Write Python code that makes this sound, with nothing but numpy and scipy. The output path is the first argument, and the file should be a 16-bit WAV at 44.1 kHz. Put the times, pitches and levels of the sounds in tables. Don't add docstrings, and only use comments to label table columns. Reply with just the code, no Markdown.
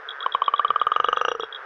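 import sys
import numpy as np
from scipy import signal
from scipy.fft import rfft, irfft
from scipy.io import wavfile
from scipy.ndimage import uniform_filter1d, minimum_filter1d

SR = 44100
rng = np.random.default_rng(int(sys.argv[2]) if len(sys.argv) > 2 else 0)


def dump_mix(stems):
    frames = np.atleast_2d(stems).T
    limited = np.clip(frames, -1, 1)
    pcm = np.round(limited * 32767).astype(np.int16)
    wavfile.write(sys.argv[1], SR, pcm)


N = 72765


def from_db(db):
    return 10 ** (np.asarray(db) / 20)


def at_time(rows, time_s):
    times, *columns = np.transpose(rows)
    return [np.interp(time_s, times, column) for column in columns]


def add_ring(out, onset_s, hz, db, attack_s, t60_s):
    span = np.arange(max(0, int((onset_s - .01) * SR)), min(N, int((onset_s + .08) * SR)))
    t = span / SR - onset_s
    swell = .5 + .5 * np.tanh(t / attack_s / 2)
    decay_db = 60 * np.logaddexp(0, t / attack_s) * attack_s / t60_s
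    out[span] += from_db(db - decay_db) * swell * np.cos(2 * np.pi * hz * t)


# freq_hz, relative_db
NIGHT_SPECTRUM = [(30, -35.5), (200, -41), (300, -29), (430, -3), (600, -9.5), (900, -7), (1400, -2.5),
                  (1800, -5.5), (2300, -19), (3400, -24.5), (4300, -36), (5200, -34), (6200, -42),
                  (7500, -54), (16000, -58)]
# time_s, relative_db
NIGHT_DRIFT = [(0, 0.5), (.3, 0.5), (.9, -1), (1.25, 0.5), (1.34, -4), (1.46, -2.5), (1.65, 2)]


def night(level_db=-42.5):
    hz, db = np.transpose(NIGHT_SPECTRUM)
    bin_hz = np.arange(N // 2 + 1) * SR / N
    colour = from_db(np.interp(np.log(bin_hz + 1), np.log(hz), db))
    wash = irfft(rfft(rng.standard_normal(N)) * colour, N)
    drift_db, = at_time(NIGHT_DRIFT, np.arange(N) / SR)
    return from_db(level_db + drift_db) * wash / wash.std()


# time_s, level_db
TOAD_ENVELOPE = [(0, -37), (.2, -28), (.5, -35), (.8, -29), (1.0, -31), (1.2, -28.5), (1.33, -41),
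                 (1.45, -35.5), (1.65, -31)]
# pitch_hz, gain_db, attack_s, t60_s
TOAD_RESONANCES = [(1294, -3.5, 0.0002, 0.013), (1520, 4.5, .0006, 0.0083), (1780, -5.5, 0.00076, 0.0046)]


def toad(start_rate_hz=137.4, slowing_hz_per_s=1.8, jitter_s=.00013, uneven_db=1.2):
    out = np.zeros(N)
    rate_hz = start_rate_hz - slowing_hz_per_s * np.arange(N) / SR
    cycles = np.cumsum(rate_hz) / SR + .5
    starts_s = np.flatnonzero(np.diff(np.floor(cycles))) / SR
    for start_s in starts_s:
        late_s = rng.normal(0, jitter_s)
        pulse_db = at_time(TOAD_ENVELOPE, start_s)[0] + rng.normal(0, uneven_db)
        for hz, mode_db, attack_s, t60_s in TOAD_RESONANCES:
            add_ring(out, start_s + late_s, hz, pulse_db + mode_db, attack_s, t60_s)
    return out


# start_s, relative_db
CHIRP_PULSES = [(.0895, -25.5), (0.1074, -28.5), (.1145, -33), (0.2062, -28.5), (.228, -27), (0.3226, -27),
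                (0.3415, -28), (0.4413, -31), (0.4618, -28.5), (.562, -31.5), (0.581, -30), (.593, -35),
                (0.681, -31), (.703, -37), (0.799, -30.5), (.821, -38), (0.8326, -38), (0.921, -37),
                (0.9389, -34), (0.9518, -40), (1.0424, -32.5), (1.0605, -33.5), (1.0751, -36.5),
                (1.165, -31), (1.1826, -33), (1.1955, -35.5), (1.2885, -32), (1.306, -37), (1.319, -38.5),
                (1.4072, -29), (1.425, -30), (1.441, -33), (1.5268, -29), (1.548, -28), (1.5602, -31.5)]
# pitch_hz, gain_db, attack_s, t60_s
CHIRP_RESONANCES = [(3338, 3.5, 0.00083, 0.017), (3725, -6.5, 0.00054, .016)]


def small_frog(gain_db=5.5):
    out = np.zeros(N)
    for start_s, pulse_db in CHIRP_PULSES:
        for hz, mode_db, attack_s, t60_s in CHIRP_RESONANCES:
            detune = 1 + rng.normal(0, .004)
            add_ring(out, start_s, hz * detune, pulse_db + mode_db + gain_db, attack_s, t60_s)
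    return out


def reed_echo(calls, gain_db=-13.5, t60_s=.14, delay_s=.004):
    t = np.arange(SR // 3) / SR
    tail = rng.standard_normal(len(t)) * from_db(-60 * t / t60_s) * (t > delay_s)
    return from_db(gain_db) * signal.fftconvolve(calls, tail / np.linalg.norm(tail))[:N]


# start_s, length_s, from_hz, to_hz, level_db
WHOOP_SWEEPS = [(0.173, 0.084, 850, 1703, -27.5), (0.56, .075, 1094, 1950, -30)]


def far_frog(bend_power=2.1, swell_power=3):
    out = np.zeros(N)
    for start_s, length_s, from_hz, to_hz, level_db in WHOOP_SWEEPS:
        progress = np.clip((np.arange(N) / SR - start_s) / length_s, 0, 1)
        hz = from_hz + (to_hz - from_hz) * progress ** bend_power
        swell = np.sin(np.pi * progress ** swell_power)
        out += from_db(level_db) * swell * np.sin(2 * np.pi * np.cumsum(hz) / SR)
    return out


# start_s, main_relative_db, throat_relative_db, low_db
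PUFFS = [(0.2629, -9, -4, -26.5), (0.3493, -5.5, -0.5, -28.5), (0.4201, -4.5, -3.5, -31),
         (0.4811, -4.5, -0.5, -31.5), (0.5389, -6, -2, -32), (0.5955, -7, -2, -33),
         (0.6483, -5.5, -0.5, -25), (0.705, -7.5, -2, -22.5), (0.7603, -8.5, -3.5, -29),
         (0.8155, -7.5, -2, -25.5), (.8690, -5, 0.5, -22.5), (0.9187, -7.5, -2, -27.5),
         (0.9629, -7, 2.5, -21), (1.0010, -7.5, 0.5, -18.5), (1.045, -8.5, 1.5, -20), (1.0867, -8, 2, -12),
         (1.1296, -8, 1.5, -21.5), (1.1719, -10.5, 0.5, -20), (1.2138, -10, 2.5, -16.5),
         (1.2507, -11.5, 1.5, -18.5), (1.284, -12.5, 2, -12), (1.3172, -18, -0.5, -14.5),
         (1.3509, -19, -11, -23), (1.3981, -15, -9, -20), (1.4343, -15.5, -7, -20.5)]
# time_s, pitch_hz, t60_s
SAC_MAIN_RING = [(.26, 1075, 0.023), (.42, 1113, 0.016), (.6, 1181, 0.025), (.76, 1205, .031),
                 (.9, 1214, 0.023), (1.09, 1231, 0.023), (1.25, 1254, 0.025), (1.44, 1283, 0.0096)]
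# time_s, pitch_hz, t60_s
SAC_LOW_RING = [(.26, 470, 0.033), (1.0, 466, 0.023), (1.2, 491, 0.029), (1.31, 478.6, 0.021),
                (1.35, 458, 0.073), (1.44, 444, 0.048)]
# time_s, fill_fraction
SAC_FILL = [(.26, 0.068), (.76, 0.26), (.92, 0.49), (1.09, 0.82), (1.3, 1), (1.44, 0.92)]
# empty_hz, full_hz, empty_db, full_db, attack_s, t60_s
THROAT_RESONANCES = [(640, 836, -18, -17.5, 0.00039, 0.0078), (1510, 1200, -39.5, -14.5, .0007, 0.006),
                     (1836, 1500, -30, -10, 0.00061, 0.0081), (2362, 2365, -20.5, -32.5, 0.00045, 0.0081),
                     (3085, 2824, -18, -26.5, 0.00032, 0.017), (3300, 2980, -23, -15.5, 0.00053, 0.0039),
                     (3670, 3800, -30, -43.5, 0.00043, 0.012), (5160, 4400, -52.5, -57.5, .0003, 0.015),
                     (5500, 6500, -63.5, -49, 0.00032, .005)]
# time_s, upper_hz, upper_gain_db, lower_gain_db
SAC_OVERTONES = [(.4, 7000, -69, -73.5), (.76, 6580, -65, -73), (.87, 6280, -55, -64.5),
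                 (1.0, 6090, -53, -48.5), (1.13, 5980, -46.5, -49), (1.3, 5770, -39, -48),
                 (1.39, 5770, -32.5, -35), (1.44, 5480, -46, -47.5)]
MAIN_GAIN_DB, THROAT_GAIN_DB = 4, 2
LOW_LEAD_S, THROAT_LEAD_S = .00089, .00031
BRIGHTENING_PER_OCTAVE = .21


def near_frog():
    out = np.zeros(N)
    for start_s, main_db, throat_db, low_db in PUFFS:
        hz, t60_s = at_time(SAC_MAIN_RING, start_s)
        add_ring(out, start_s, hz, main_db + MAIN_GAIN_DB, attack_s=.00054, t60_s=t60_s)
        hz, t60_s = at_time(SAC_LOW_RING, start_s)
        add_ring(out, start_s - LOW_LEAD_S, hz, low_db, attack_s=.00088, t60_s=t60_s)

        fill, = at_time(SAC_FILL, start_s)
        for empty_hz, full_hz, empty_db, full_db, attack_s, t60_s in THROAT_RESONANCES:
            detune = 1 + rng.normal(0, .006)
            hz = (empty_hz + fill * (full_hz - empty_hz)) * detune
            force_db = throat_db * (1 + BRIGHTENING_PER_OCTAVE * np.log2(hz / 1000))
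            mode_db = empty_db + fill * (full_db - empty_db) + rng.normal(0, 1)
            onset_s = start_s - THROAT_LEAD_S + rng.normal(0, .00005)
            add_ring(out, onset_s, hz, THROAT_GAIN_DB + force_db + mode_db, attack_s, t60_s)

        upper_hz, upper_db, lower_db = at_time(SAC_OVERTONES, start_s)
        add_ring(out, start_s, hz=upper_hz, db=upper_db + throat_db, attack_s=.0005, t60_s=.055)
        add_ring(out, start_s, hz=5420, db=lower_db + throat_db, attack_s=.0005, t60_s=.022)
    return out


# start_s, level_db
KNOCK_TICKS = [(0.3475, -45), (0.6487, -42.5), (0.8668, -38), (1.088, -43.5)]
# pitch_hz, gain_db, t60_s
TICK_RESONANCES = [(8800, -15, .001), (10900, -3.5, .004), (13300, -3, 0.0029), (97.6, 3.5, .008)]


def ticks():
    out = np.zeros(N)
    for start_s, level_db in KNOCK_TICKS:
        for hz, mode_db, t60_s in TICK_RESONANCES:
            add_ring(out, start_s, hz, level_db + mode_db, attack_s=.0001, t60_s=t60_s)
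    return out


# time_s, level_db
RUMBLE_ENVELOPE = [(.25, -85), (.35, -66), (.45, -80.5), (.66, -85), (.70, -53.5), (.76, -69.5), (.87, -66),
                   (.92, -80), (.97, -62.5), (1.1, -58.5), (1.22, -66.5), (1.42, -62), (1.52, -83)]


def water_rumble(cutoff_hz=216):
    lowpass = signal.butter(4, cutoff_hz, fs=SR, output="sos")
    rumble = signal.sosfilt(lowpass, rng.standard_normal(N))
    level_db, = at_time(RUMBLE_ENVELOPE, np.arange(N) / SR)
    return from_db(level_db) * rumble / rumble.std()


def scene(knock_echo_db=-2.5):
    knocks, chirps = near_frog(), small_frog()
    echoes = reed_echo(from_db(knock_echo_db) * knocks + chirps)
    return (knocks + ticks() + chirps + echoes + toad() + far_frog() + water_rumble() + night())[None]


def record(dry, ceiling=.49, window_s=.002, cutoff_hz=16000):
    window = int(window_s * SR)
    needed_gain = np.minimum(1, ceiling / (np.abs(dry) + 1e-9))
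    held_gain = minimum_filter1d(needed_gain, 2 * window)
    smooth_gain = uniform_filter1d(uniform_filter1d(held_gain, window), window)
    lowpass = signal.cheby2(12, 70, cutoff_hz, fs=SR, output="sos")
    return signal.sosfilt(lowpass, dry * smooth_gain)


dry = scene()
out = record(dry)
dump_mix(out)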